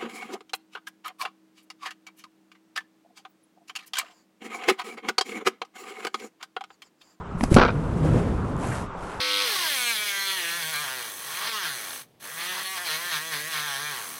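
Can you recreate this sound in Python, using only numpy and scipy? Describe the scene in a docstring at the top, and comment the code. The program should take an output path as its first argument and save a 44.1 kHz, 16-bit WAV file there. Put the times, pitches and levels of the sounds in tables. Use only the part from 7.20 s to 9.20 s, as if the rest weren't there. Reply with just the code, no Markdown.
"""A motorcyclist handles gear at a quiet roadside, over the rush of far traffic and a low engine hum.
As wind rises on the microphone, dull bumps, a brush of cloth and small clicks lead to a hard knock.
Right after it, stiff plastic sticks and slips in a short judder.
The wind then buffets with a hollow boom and is strongest at about one second.
As it dies down, cloth rubs again, a zip is pulled and the fabric catches once."""
import sys
import numpy as np
from scipy import signal
from scipy.fft import rfft, irfft
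from scipy.io import wavfile
from scipy.ndimage import uniform_filter1d

SR = 44100
rng = np.random.default_rng(int(sys.argv[2]) if len(sys.argv) > 2 else 0)


def wav_record(signal):
    """Record a signal, one row per channel, as 16-bit PCM in the file named by sys.argv[1]."""
    frames = np.transpose(np.atleast_2d(signal))
    bounded = np.clip(frames, -1, 1)
    # unit amplitude maps onto the largest positive 16-bit level
    quanta = np.round(bounded * 32767).astype(np.int16)
    wavfile.write(sys.argv[1], SR, quanta)


N = 88200
TIME = np.arange(N) / SR
HIT_TIME = TIME[:6000]  # the clock for one short hit

# tone of the far traffic: frequency_hz, level_db
TRAFFIC_TONE = [(60, 3), (130, -4.5), (280, -5.5), (400, -2.5), (600, -4.5), (1000, -1), (1350, -3),
                (1800, -15.5), (4500, -33), (8000, -38), (12000, -72)]
# notes of a far engine: pitch_hz, level_db
ENGINE_NOTES = [(178, -44), (398, -50)]
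# how the gust swells and fades: time_s, level_db
GUST_LEVELS = [(0, -43.5), (.29, -28), (.45, -27), (.6, -26.5), (.79, -24), (.89, -21), (.99, -19.5),
               (1.05, -24), (1.18, -26), (1.35, -27.5), (1.54, -28.5), (1.63, -33), (1.72, -43.5), (2, -63)]
# tone of wind on the microphone: frequency_hz, level_db
WIND_TONE = [(20, -18), (45, -5.5), (90, -0.5), (150, -2.5), (500, -13), (800, -22), (1300, -29.5),
             (1800, -33), (5000, -48), (8500, -47.5), (12000, -55)]
# dull bumps on the casing: start_s, level_db, pitch_hz, time_to_peak_s
CASING_BUMPS = [(0.144, -21.5, 171, 0.0088), (0.208, -19.5, 217, 0.0062), (.231, -11, 242, 0.0046),
                (.2372, -11, 795, 0.00023), (0.3114, -13.5, 335, 0.0067), (.3185, -3, 132, 0.0015),
                (0.3214, -23.5, 554, 0.0068), (.344, -5.5, 107, 0.0054), (.362, -4, 215, 0.0047),
                (0.3635, 0.5, 509, 0.0018), (0.382, -11, 340, 0.0021)]
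# strokes of cloth: start_s, length_s, level_db, brightness_db_per_octave
CLOTH_STROKES = [(0.17, 0.16, -46, 5), (0.296, 0.11, -33.5, 2.5), (1.365, 0.28, -34, -1.3),
                 (1.512, 0.17, -37, 0), (1.745, 0.37, -39.5, -1)]
# tone of rubbing cloth: frequency_hz, level_db
CLOTH_TONE = [(200, -4.5), (900, 4.5), (1900, -6), (3500, -14.5), (5000, -17), (8000, -17), (10500, -18.5),
              (12000, -26)]
# small sharp clicks: start_s, level_db, low_edge_hz, high_edge_hz
SMALL_CLICKS = [(.209, -15, 760, 3500), (.233, -22, 800, 11100), (.2378, -8.5, 700, 12600),
                (.343, -11, 3200, 11200), (0.35, -17, 3000, 11500)]
# tone of a click before it is cut to its band: frequency_hz, level_db
CLICK_TONE = [(700, 14.5), (1250, 3.5), (1550, -5), (2150, 5), (3200, -7.5), (4600, -2.5), (7000, -7.5),
              (11500, -9.5)]
# slips of the juddering plastic: start_s, ring_db, crack_db
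PLASTIC_SLIPS = [(0.3639, -16, -9), (.367, -25, -4.5), (.372, -16, -9.5), (.379, -12.5, -16),
                 (0.3845, -8.5, -4.5), (0.394, -18, -18.5), (0.3956, -10.5, -9.5), (0.3992, -14, -9.5),
                 (0.411, -12.5, -14), (.415, -8, -5.5), (0.4202, -17, -12), (.427, -11.5, -12.5),
                 (.432, -14, -12), (0.4349, -12, -11.5), (0.443, -16.5, -26), (.45, -23, -10.5),
                 (.455, -18.5, -18), (.462, -18, -16), (0.479, -25, -19), (.4848, -19.5, -17.5),
                 (.491, -18, -25), (.504, -30, -22)]
# brightness of the ring as the judder goes on: time_s, brightness_db_per_octave
RING_BRIGHTNESS = [(.37, -5.5), (.395, -3), (.43, 4.5)]
# notes the plastic shell rings with: pitch_hz, level_db, fade_s (time to fall by 60 dB)
SHELL_NOTES = [(260.4, -17, 0.08), (491, -10, 0.14), (685, -14.5, 0.04), (890, -6, 0.04), (1138, -4, 0.026),
               (1377, -6, 0.046), (1539, -11.5, 0.068), (2297, -19.5, 0.055), (3800, -45, 0.02)]
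# tone of the crack of one slip: frequency_hz, level_db
CRACK_TONE = [(100, 9), (500, 5), (1450, 1), (1900, -5.5), (3400, -12), (4100, -12), (5800, -21.5),
              (7000, -38), (11500, -80)]
# a hollow boom stirred by the wind: time_s, pitch_hz, level_db
BOOM_PATH = [(.48, 135, -67), (.58, 148.3, -27.5), (.73, 166.3, -36), (.77, 174, -28), (0.831, 142.6, -23),
             (.89, 154.5, -24.5), (.94, 162.2, -28), (1.15, 175, -56)]
# one pull of the zip: time_s, teeth_per_s, level_db
ZIP_PULL = [(1.361, 85, -44), (1.424, 111, -37), (1.485, 213, -34.5), (1.539, 340, -37), (1.649, 220, -55)]
# tone of one zip tooth: frequency_hz, level_db
TOOTH_TONE = [(4000, -26), (7200, 3.5), (11500, -4)]


def gain(db):
    """Turns decibels into a number to multiply by."""
    return 10 ** (np.asarray(db) / 20)


def normalize(x):
    """Scales a signal to an average strength (rms) of 1."""
    return x / np.sqrt(np.mean(x ** 2) + 1e-20)


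def octaves(hz):
    """Counts octaves above 1 kHz; anything under 200 Hz counts as 200 Hz."""
    return np.log2(np.maximum(hz, 200) / 1000)


def add(mix, start_s, sound):
    """Adds a sound to the mix at its start time."""
    part = mix[max(round(start_s * SR), 0):][:len(sound)]
    part += sound[:len(part)]


def noise(tone, size, brightness=0):
    """Makes noise of strength 1, shaped by a tone table."""
    hz = np.fft.rfftfreq(size, 1 / SR)
    tone_hz, tone_db = np.transpose(tone)
    level_db = np.interp(np.log(hz + 1), np.log(tone_hz), tone_db) + brightness * octaves(hz)
    return normalize(irfft(rfft(rng.standard_normal(size)) * gain(level_db), size))


def wander(rate_hz):
    """Makes a random wobble of strength 1, mostly slower than the given rate."""
    hz = np.fft.rfftfreq(N, 1 / SR)
    return normalize(irfft(rfft(rng.standard_normal(N)) / (1 + (hz / rate_hz) ** 2), N))


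def patchy(x, depth_db):
    """Lets low and high parts of a sound swell and sink at random."""
    spectrum = signal.stft(x, nperseg=512)[2]
    patches = uniform_filter1d(rng.standard_normal(spectrum.shape), size=7, axis=0)  # smooth over pitch
    patches = normalize(uniform_filter1d(patches, size=5, axis=1))  # smooth over time
    return normalize(signal.istft(spectrum * gain(depth_db * patches))[1][:N])


def swing(hz, peak_s):
    """Makes a vibration that swells to its peak and dies away."""
    age = HIT_TIME / peak_s
    return age ** 2 * np.exp(2 * (1 - age)) * np.sin(2 * np.pi * hz * HIT_TIME)


def snap_shape(rise_s, fall_s, tail_db, tail_s):
    """Gives the loudness of a snap: a fast rise, a fast fall and a faint tail."""
    tail = gain(tail_db) * np.exp(-HIT_TIME / tail_s)
    return np.minimum(HIT_TIME / rise_s, 1) * (np.exp(-HIT_TIME / fall_s) + tail)


def traffic():
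    """Far engines and tyres blend into a rush that slowly draws nearer."""
    start_db, rise_db_per_s = -39, 1.37
    return gain(start_db + rise_db_per_s * TIME) * patchy(noise(TRAFFIC_TONE, N), depth_db=2.0)


def engine_hum():
    """A far engine hums two low notes that waver and fade as it moves away."""
    out, fade_db_per_s = np.zeros(N), 3
    for pitch_hz, level_db in ENGINE_NOTES:
        wavering_hz = pitch_hz * (1 + 0.0151 * wander(rate_hz=7.54))
        out += gain(level_db) * np.sqrt(2) * np.sin(2 * np.pi * np.cumsum(wavering_hz) / SR)
    return gain(-fade_db_per_s * TIME) * out


def wind():
    """Wind buffets the microphone with a rumble, and gets brighter as the gust grows."""
    brighten, flutter_db = 0.34, 2  # brighten: extra dB of swirls for each dB of gust
    gust_db = np.interp(TIME, *np.transpose(GUST_LEVELS))
    air = patchy(noise(WIND_TONE, N), depth_db=0.7)
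    rumble = signal.sosfiltfilt(signal.butter(2, 260, fs=SR, output="sos"), air)  # below 260 Hz
    swirl_db = brighten * (gust_db - gust_db.max()) + flutter_db * wander(rate_hz=10)
    swirls = (air - rumble) * gain(swirl_db)
    return gain(gust_db) * (rumble + swirls)


def bumps():
    """Each bump rocks the casing briefly and gives it a slow sway."""
    out = np.zeros(N)
    sway = gain(-28.5) * swing(hz=29, peak_s=0.019)
    for start_s, level_db, pitch_hz, peak_s in CASING_BUMPS:
        add(out, start_s, gain(level_db) * swing(pitch_hz, peak_s) + sway)
    return out


def cloth():
    """Rubbing fabric makes a grainy hiss that rises and falls with each stroke."""
    out = np.zeros(N)
    rise_share, fall_share, grain_db = 0.27, 0.55, 2.0
    for start_s, length_s, level_db, brightness in CLOTH_STROKES:
        progress = (TIME - start_s) / length_s
        stroke = np.clip(np.minimum(progress / rise_share, (1 - progress) / fall_share), 0, 1)
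        out += gain(level_db) * stroke * noise(CLOTH_TONE, N, brightness)
    return out * normalize(gain(grain_db * wander(rate_hz=530)))


def clicks():
    """The gear clicks: each click is a tiny burst of noise in its own frequency band."""
    out = np.zeros(N)
    shape = snap_shape(rise_s=0.00094, fall_s=0.00093, tail_db=-21, tail_s=0.0093)
    for start_s, level_db, low_hz, high_hz in SMALL_CLICKS:
        band = signal.butter(2, [low_hz, high_hz], "bandpass", fs=SR, output="sos")
        hiss = normalize(signal.sosfilt(band, noise(CLICK_TONE, len(HIT_TIME))))
        add(out, start_s, gain(level_db) * shape * hiss)
    return out


def judder():
    """Stiff plastic sticks and slips; each slip cracks and rings the shell, dull at first, then bright."""
    out = np.zeros(N)
    shape = snap_shape(rise_s=0.00052, fall_s=0.0019, tail_db=-15.5, tail_s=0.018)
    for start_s, ring_db, crack_db in PLASTIC_SLIPS:
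        brightness = np.interp(start_s, *np.transpose(RING_BRIGHTNESS))
        ring = np.zeros(len(HIT_TIME))
        for k, (pitch_hz, level_db, fade_s) in enumerate(SHELL_NOTES):
            fade = gain(level_db + brightness * octaves(pitch_hz) - 60 * HIT_TIME / fade_s)
            detuned_hz = pitch_hz * (1 + 0.033 * rng.standard_normal())
            ring += (-1) ** k * fade * np.sin(2 * np.pi * detuned_hz * HIT_TIME)  # every other note flips
        crack = shape * noise(CRACK_TONE, len(HIT_TIME))
        add(out, start_s, gain(ring_db) * ring + gain(crack_db) * crack)
    return out


def boom():
    """The wind sets air ringing with a hollow, wavering note."""
    time_s, pitch_hz, level_db = np.transpose(BOOM_PATH)
    wavering_hz = np.interp(TIME, time_s, pitch_hz) * (1 + 0.026 * wander(rate_hz=16))
    loudness = gain(np.interp(TIME, time_s, level_db, left=-np.inf, right=-np.inf))
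    return loudness * np.sqrt(2) * np.sin(2 * np.pi * np.cumsum(wavering_hz) / SR)


def zipper():
    """The slider ticks over each tooth, speeding up and then easing off."""
    tick_s = 0.00079
    time_s, teeth_per_s, level_db = np.transpose(ZIP_PULL)
    speed = np.interp(TIME, time_s, teeth_per_s) * np.exp(0.076 * wander(rate_hz=110))
    since_tooth_s = (np.cumsum(speed) / SR % 1) / speed
    loudness = gain(np.interp(TIME, time_s, level_db, left=-np.inf, right=-np.inf))
    return loudness * np.exp(-since_tooth_s / tick_s) * noise(TOOTH_TONE, N)


def scuff():
    """The fabric catches once with a short, nasal scrape."""
    start_s, length_s, level_db = 1.512, 0.05, -36.5
    centre_hz, width_hz = 1710, 900
    hz = np.fft.rfftfreq(N, 1 / SR)
    band = 1 / (1 + (2 * (hz - centre_hz) / width_hz) ** 2)
    scrape = normalize(irfft(rfft(rng.standard_normal(N)) * band, N))
    progress = np.clip((TIME - start_s) / length_s, 0, 1)
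    return gain(level_db) * np.sin(np.pi * np.sqrt(progress)) * scrape


def scene():
    """Adds the near and far sounds together at one microphone."""
    near = bumps() + clicks() + judder() + wind() + boom() + cloth() + scuff() + zipper()
    far = traffic() + engine_hum()
    return (near + far)[None]


def record(dry):
    """The hardest knock overloads the microphone; then the highest treble is cut away."""
    treble_cut = signal.firwin(255, cutoff=11700, window=("kaiser", 8), fs=SR)
    return signal.oaconvolve(np.clip(dry, -1, 1), treble_cut[None], "same")


dry = scene()
out = record(dry)
wav_record(out)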